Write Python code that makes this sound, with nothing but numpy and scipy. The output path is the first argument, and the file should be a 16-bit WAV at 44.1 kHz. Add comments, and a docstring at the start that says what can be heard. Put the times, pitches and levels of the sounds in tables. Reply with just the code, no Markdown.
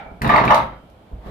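"""A quiet living room rumbles faintly; an earlier blow dies away under two soft steps.
From 0.2 s, forearms strike a wooden training dummy. Each blow thumps the trunk and throws
the loose wooden arms about in their sockets: a quick rattle of ringing knocks and small ticks.
After 0.6 s the rattle fades. From about 1.1 s, soft footfalls make the floor boom
and a sleeve brushes the wood."""
import sys
import numpy as np
from scipy import signal
from scipy.fft import rfft, irfft
from scipy.io import wavfile

SR = 44100
rng = np.random.default_rng(int(sys.argv[2]) if len(sys.argv) > 2 else 0)


def dump_mix(stems):
    """Bounce the given channels to the path in sys.argv[1] as a 16-bit WAV at rate SR."""
    frames = np.atleast_2d(stems).T  # one column per channel
    limited = np.clip(frames, -1, 1)  # hard clip at full scale
    pcm = np.round(limited * 32767).astype(np.int16)
    wavfile.write(sys.argv[1], SR, pcm)


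N = 57330
TIME, FREQS = np.arange(N) / SR, np.fft.rfftfreq(N, 1 / SR)
RIGHT_LAG_S, RING_ATTACK_S = 0.000417, 0.0007


def from_db(db):
    """Turn decibels into a number to multiply by."""
    return 10 ** (np.asarray(db) / 20)


def rms_one(x):
    """Scale a sound so that its average strength (rms) is 1."""
    return x / np.sqrt(np.mean(x ** 2) + 1e-20)


def at_hz(points, hz):
    """Read between the rows of a table, with octaves evenly spaced."""
    freqs, values = np.transpose(points)
    return np.interp(np.log(np.maximum(hz, 1)), np.log(freqs), values)


def level(points):
    """Join (time, level) points into a loudness curve."""
    return from_db(np.interp(TIME, *np.transpose(points)))


def fade(t60, attack_s):
    """Rise quickly, then die away; t60 is the time it takes to fall by 60 dB."""
    return np.exp(-np.log(1000) * TIME / t60) * (1 - np.exp(-TIME / attack_s))


def convolve(x, response):
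    """Let every sample of x set off a copy of the response."""
    return signal.fftconvolve(np.atleast_2d(x), np.atleast_2d(response), axes=1)[:, :N]


def colour(points, size=8192):
    """A short burst with the given tone colour and an energy of 1."""
    gains = from_db(at_hz(points, np.fft.rfftfreq(size, 1 / SR)))
    cepstrum = irfft(np.log(gains))
    cepstrum[1:size // 2] *= 2   # this fold packs the energy at the start
    cepstrum[size // 2 + 1:] = 0
    return rms_one(irfft(np.exp(rfft(cepstrum)))) / np.sqrt(size)


def direct(x, lag_s):
    """Sound coming straight to us reaches the right ear a little later."""
    x = np.ravel(x)
    return np.array([x, np.interp(TIME - lag_s, TIME, x, left=0)])


def clicks(times, levels_db):
    """One sharp push for each contact."""
    out = np.zeros(N)
    np.add.at(out, np.clip((times * SR).astype(int), 0, N - 1), from_db(levels_db))
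    return out


def chatter(times, levels_db, swell_s, size=1024):
    """Surfaces chatter as they meet: a tiny noise swells and dies at each contact."""
    out, age = np.zeros(N + size), np.arange(size) / SR / swell_s
    for s, db in zip(times, levels_db):
        start = int(s * SR)
        burst = rms_one(rng.standard_normal(size) * age * np.exp(-age))
        out[start:start + size] += from_db(db) * burst / np.sqrt(size)
    return out[:N]


def struck(force, spectrum, tail, direct_db):
    """A hit wakes many short vibrations, heard straight and through the room."""
    sound = convolve(force, colour(spectrum)) * np.sqrt(0.031 * SR)   # levels are rms over 31 ms
    return from_db(direct_db) * direct(sound, RIGHT_LAG_S) + convolve(sound, tail)


def ring(force, tones, attack_s):
    """Each hit sets an object's own tones ringing and fading."""
    sines = sum(from_db(db) * np.sin(2 * np.pi * hz * TIME) * fade(t60, attack_s)
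                for hz, db, t60 in tones)
    return convolve(force, sines)


def rattled(force, tones, attack_s, longest_t60=np.inf):
    """Repeated hits top up each fading tone, which wavers as the wood shifts."""
    wander_rad, wander_s = 0.45, 0.025
    out = 0
    for hz, db, t60 in tones:
        decay = fade(min(t60, longest_t60), attack_s)
        energy = np.maximum(convolve(force ** 2, decay ** 2), 0)
        wander = wander_rad * np.interp(TIME / wander_s, np.arange(N), rng.standard_normal(N))
        phase = 2 * np.pi * (hz * TIME + rng.random()) + wander
        out = out + from_db(db) * np.sqrt(energy) * np.sin(phase)
    return out


# how alike the room sounds in both ears: f/Hz, likeness (1 = the same)
EAR_LIKENESS = [(60, 1), (125, 0.95), (250, 0.84), (550, 0.88), (1000, 0.017), (2000, 0.18), (4000, 0.029),
                (12000, 0.04)]
def diffuse_noise():
    """Hiss from all around, alike in both ears in the bass and unrelated in the treble."""
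    alike = np.clip(at_hz(EAR_LIKENESS, FREQS), -.99, .995)
    mid, side = rfft(rng.standard_normal((2, N)))
    return irfft(np.sqrt(1 + alike) * mid + np.sqrt(1 - alike) * side * [[1], [-1]], N)


def wash(spectrum):
    """Steady noise with the given tone colour, falling away below the table's lowest row."""
    bass_cut = np.minimum(FREQS / spectrum[0][0], 1) ** 2
    return rms_one(irfft(rfft(diffuse_noise()) * from_db(at_hz(spectrum, FREQS)) * bass_cut, N))


# how long the room echoes: f/Hz, t60/s
ECHO_TIMES = [(60, 1), (150, 0.65), (400, .48), (900, 0.3), (2000, 0.34), (4000, 0.3), (8000, 0.24),
              (14000, 0.28)]
def room_tail():
    """The room's echo of one click: each band of pitch dies at its own rate."""
    edges = np.r_[0, np.geomspace(70, SR / 2, 25)]
    noise, out = rfft(diffuse_noise()), 0
    for low, high in zip(edges, edges[1:]):
        decay = fade(at_hz(ECHO_TIMES, (low + high) / 2), attack_s=0.0013)
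        band = irfft(noise * ((FREQS >= low) & (FREQS < high)), N) * decay
        out = out + rms_one(band) * np.sqrt(2 * (high - low) / SR / N)   # wider bands get more energy
    return out


# tone colour of the room's rumble: f/Hz, level/dB
RUMBLE_COLOUR = [(25, -23), (46, 1.5), (85, -2), (150, -7), (230, -4.5), (370, -13.5), (650, -8),
                 (1200, -19.5), (2200, -28.5), (3200, -27), (6000, -42.5), (14000, -43.5), (16000, -59)]
def rumble():
    """The room rumbles faintly all the time."""
    return from_db(-48.5) * wash(RUMBLE_COLOUR)


# tone colour of the sound still hanging in the room: f/Hz, level/dB
LINGER_COLOUR = [(59, -29), (100, -5), (361, -11), (673, 3), (738, 0.5), (809, 4), (1150, -13),
                 (1350, -0.5), (1990, -27), (2300, -2.5), (2610, -35), (3140, -26), (8000, -84.5),
                 (10400, -90), (17600, -120)]
# how that sound fades: t/s, level/dB
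LINGER_FADE = [(0, -36.5), (0.06, -39), (0.11, -42), (0.16, -50.5), (0.21, -52), (0.35, -61)]
def earlier_blow():
    """An earlier blow dies away, along with its clack (coloured like the arms' clack below)."""
    clack_t60_s = 0.3
    clack = from_db(-41.5) * np.exp(-np.log(1000) * TIME / clack_t60_s) * wash(CLACK_COLOUR)
    return clack + level(LINGER_FADE) * wash(LINGER_COLOUR)


# tone colour of the rubbing cloth: f/Hz, level/dB
SLEEVE_COLOUR = [(150, 1.5), (400, -6.5), (1130, -6.5), (1410, -19), (1880, -14.5), (2300, -26.5),
                 (3600, -25.5), (7000, -43.5), (14000, -41)]
# how the rubbing grows: t/s, level/dB
SLEEVE_SWELL = [(1.08, -86), (1.16, -63), (1.22, -51.5), (1.255, -42), (1.268, -37), (1.3, -38)]
def sleeve():
    """A sleeve brushes the wood with a swell of soft noise."""
    return level(SLEEVE_SWELL) * wash(SLEEVE_COLOUR)


# feet landing: t/s, boom level/dB, scuff level/dB
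FOOTFALLS = [(0.064, -38, -43.5), (0.115, -35.5, -40.5), (0.839, -52.5, -52.5), (1.0, -57, -73),
             (1.115, -41, -42), (1.131, -22.5, -44.5), (1.184, -39, -56), (1.262, -31, -37.5),
             (1.282, -37, -46)]
# the floor's deep tones: f/Hz, level/dB, t60/s
FLOOR_TONES = [(41, -1, 0.13), (52.9, -3, 0.37), (68.3, -4, 0.17), (104, -10, 0.23)]
# tone colour of a scuff: f/Hz, level/dB
SCUFF_COLOUR = [(40, -19), (150, 7.5), (420, -3), (700, -3.5), (1200, -18), (2500, -44), (8000, -53)]
def feet(tail):
    """Soft steps scuff the floor and make it boom."""
    times, boom_db, scuff_db = np.transpose(FOOTFALLS)
    boom = ring(clicks(times, boom_db), FLOOR_TONES, attack_s=0.006)
    return boom + struck(clicks(times, scuff_db), SCUFF_COLOUR, tail, direct_db=-4)


# blows landing on the trunk: t/s, thud level/dB, sway level/dB
TRUNK_BLOWS = [(0.213, -33.5, -21.5), (0.2366, -24, -17.5), (0.25, -21, -19), (0.267, -33, -39),
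               (0.295, -28, -45), (0.32, -22, -36), (0.373, -29, -44.5), (0.414, -20.5, -34.5),
               (0.460, -24.5, -23), (0.477, -26, -28), (0.595, -32.5, -27.5)]
# tone colour of the dull thud: f/Hz, level/dB
THUD_COLOUR = [(25, -16), (60, -10.5), (90, -11), (125, -0.5), (200, -3), (330, -5.5), (500, -9.5),
               (1200, -16.5), (4000, -79)]
# the frame's low tones: f/Hz, level/dB, t60/s
FRAME_TONES = [(51.44, -9.5, 0.92), (68.44, -2.5, 0.27), (119.2, -4, .22), (139, -5.5, 0.4),
               (220, -6.5, 0.41), (291.7, -15, 0.38)]
def trunk(tail):
    """The trunk takes the weight of each blow: it thuds and its frame sways."""
    times, thud_db, sway_db = np.transpose(TRUNK_BLOWS)
    thud = struck(clicks(times, thud_db), THUD_COLOUR, tail, direct_db=-4)
    return thud + rattled(clicks(times, sway_db), FRAME_TONES, attack_s=0.0058)


# glancing touches: t/s, level/dB
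GLANCES = [(0.218, -40), (0.2745, -46.5), (0.2941, -47), (0.3597, -45.5), (0.3763, -55), (0.4507, -44.5),
           (0.5025, -49.5), (0.5075, -44.5), (0.52, -78), (0.5445, -36), (0.898, -70)]
# tone colour of a tick: f/Hz, level/dB
TICK_COLOUR = [(2500, 5.5), (4500, 7), (7000, -0.5), (8400, -2.5), (9800, 1), (10800, -4), (11900, 3.5),
               (12600, -4.5), (13200, -1), (14400, -4), (16000, -15)]
def ticks(tail):
    """Glancing touches give thin, bright ticks."""
    times, levels_db = np.transpose(GLANCES)
    return struck(chatter(times, levels_db, swell_s=0.0016), TICK_COLOUR, tail, direct_db=1)


# wooden edges meeting: t/s, level/dB, f/Hz
EDGE_SNAPS = [(0.217, -16, 2004), (0.3605, -5, 2159), (0.3625, -22, 4500), (0.3815, -4.5, 1975),
              (0.4005, -24, 2160), (0.478, -7.5, 2322)]
def snaps(tail, t60_s=0.021, room_db=-4.5):
    """One edge snaps against another: a brief clack with its own pitch."""
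    sound = sum(ring(clicks(np.array([s]), db), [(hz, 0, t60_s)], RING_ATTACK_S)
                for s, db, hz in EDGE_SNAPS)
    return direct(sound, RIGHT_LAG_S) + from_db(room_db) * convolve(sound, tail)


# arms hitting their sockets: t/s, then level/dB of hollow knock, clack, upper arm, lower arm
ARM_KNOCKS = [(0.2165, -35, -32.5, -54, -53), (0.2445, -27.5, -27, -51, -21.5),
              (0.264, -23.5, -30.5, -54.5, -45.5), (0.2916, -22.5, -24, -18, -45),
              (0.2985, -17.5, -24, -10.5, -21.5), (0.3145, -27, -28.5, -13, -36),
              (0.3385, -12, -25, -38.5, -13.5), (0.3598, -42, -27.5, -40, -15.5),
              (0.3765, -14.5, -25.5, -43, -29.5), (0.381, -31, -25.5, -41, -45.5),
              (0.399, -25, -29, -42, -19), (0.4378, -19, -27, -38, -32), (0.4775, -25.5, -23.5, -29, -46),
              (0.494, -20, -42.5, -15, -16.5), (0.5055, -13.5, -19.5, -19, -8.5),
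              (0.518, -14, -44, -30.5, -36), (0.5316, -20.5, -35, -37, -16), (0.5435, -19, -27, -37, -15.5),
              (0.577, -20.5, -34, -48, -16.5), (0.595, -30.5, -37, -28.5, -40),
              (0.72, -45.5, -51, -45, -45)]
# tone colours of the hollow knock and the hard clack: f/Hz, level/dB
HOLLOW_COLOUR = [(150, -30), (300, -19), (450, -12.5), (620, -1.5), (850, 2.5), (1050, 2.5), (1270, 3),
                 (1430, -18), (2000, -17.5), (5000, -67), (15000, -66.5)]
CLACK_COLOUR = [(700, -49), (1400, 1), (1850, 3), (2300, -2.5), (3000, -9), (3700, -11.5), (4700, -22),
                (6200, -31), (9000, -47), (15000, -59)]
# tones of the two wooden arms: f/Hz, level/dB, t60/s (cut to longest_t60 below)
UPPER_TONES = [(695, -14, .3), (1011, -17, .25), (1176, 0, .2), (1235, -7, .09), (1561, -24, .28),
               (1930, -20, .25), (2148, -18, .25)]
LOWER_TONES = [(537, -17.5, 0.38), (600, -7, 0.25), (851.7, -0.5, 0.2), (881, -2, 0.13), (928.7, -6, 0.26),
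               (1088, -10.5, 0.161), (1230, -6, 0.15), (1320, -15.5, 0.43), (1720, -21.5, 0.46),
               (2045, -18, .2)]
# faint tones of the metal fittings: f/Hz, level/dB, t60/s
METAL_TONES = [(3120, -44.5, 1.3), (4950, -61.5, 1.3)]
def arms(tail, longest_t60=0.38, ring_room_db=-7.5):
    """The loose arms knock and clack in their sockets, setting wood and metal fittings ringing."""
    times, hollow_db, clack_db, upper_db, lower_db = np.transpose(ARM_KNOCKS)
    knocks = clicks(times, hollow_db)
    hollow = struck(knocks, HOLLOW_COLOUR, tail, direct_db=-6)
    clack = struck(chatter(times, clack_db, swell_s=0.0015), CLACK_COLOUR, tail, direct_db=-6)
    upper = rattled(clicks(times, upper_db), UPPER_TONES, RING_ATTACK_S, longest_t60)
    lower = rattled(clicks(times, lower_db), LOWER_TONES, RING_ATTACK_S, longest_t60)
    metal = rattled(knocks, METAL_TONES, RING_ATTACK_S)
    near = direct(upper + lower, lag_s=0.00013) * from_db([[1.4], [-1.4]])   # louder on the left
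    echo = convolve(from_db(ring_room_db) * (upper + lower) + metal, tail)
    return hollow + clack + near + echo


def scene():
    """The dummy, the person and the background share one room."""
    tail = room_tail()
    dummy = arms(tail) + snaps(tail) + ticks(tail) + trunk(tail)
    background = earlier_blow() + rumble()
    person = feet(tail) + sleeve()
    return (dummy + background + person) * from_db([[-0.83], [0.83]])   # left a little down, right up


def record(dry):
    """Round off the tallest peaks and cut the highest treble."""
    cutoff_hz = 15300
    rounded = dry / (1 + dry ** 6) ** (1 / 6)
    return signal.sosfilt(signal.ellip(10, .2, 80, cutoff_hz, fs=SR, output="sos"), rounded)


dry = scene()
out = record(dry)
dump_mix(out)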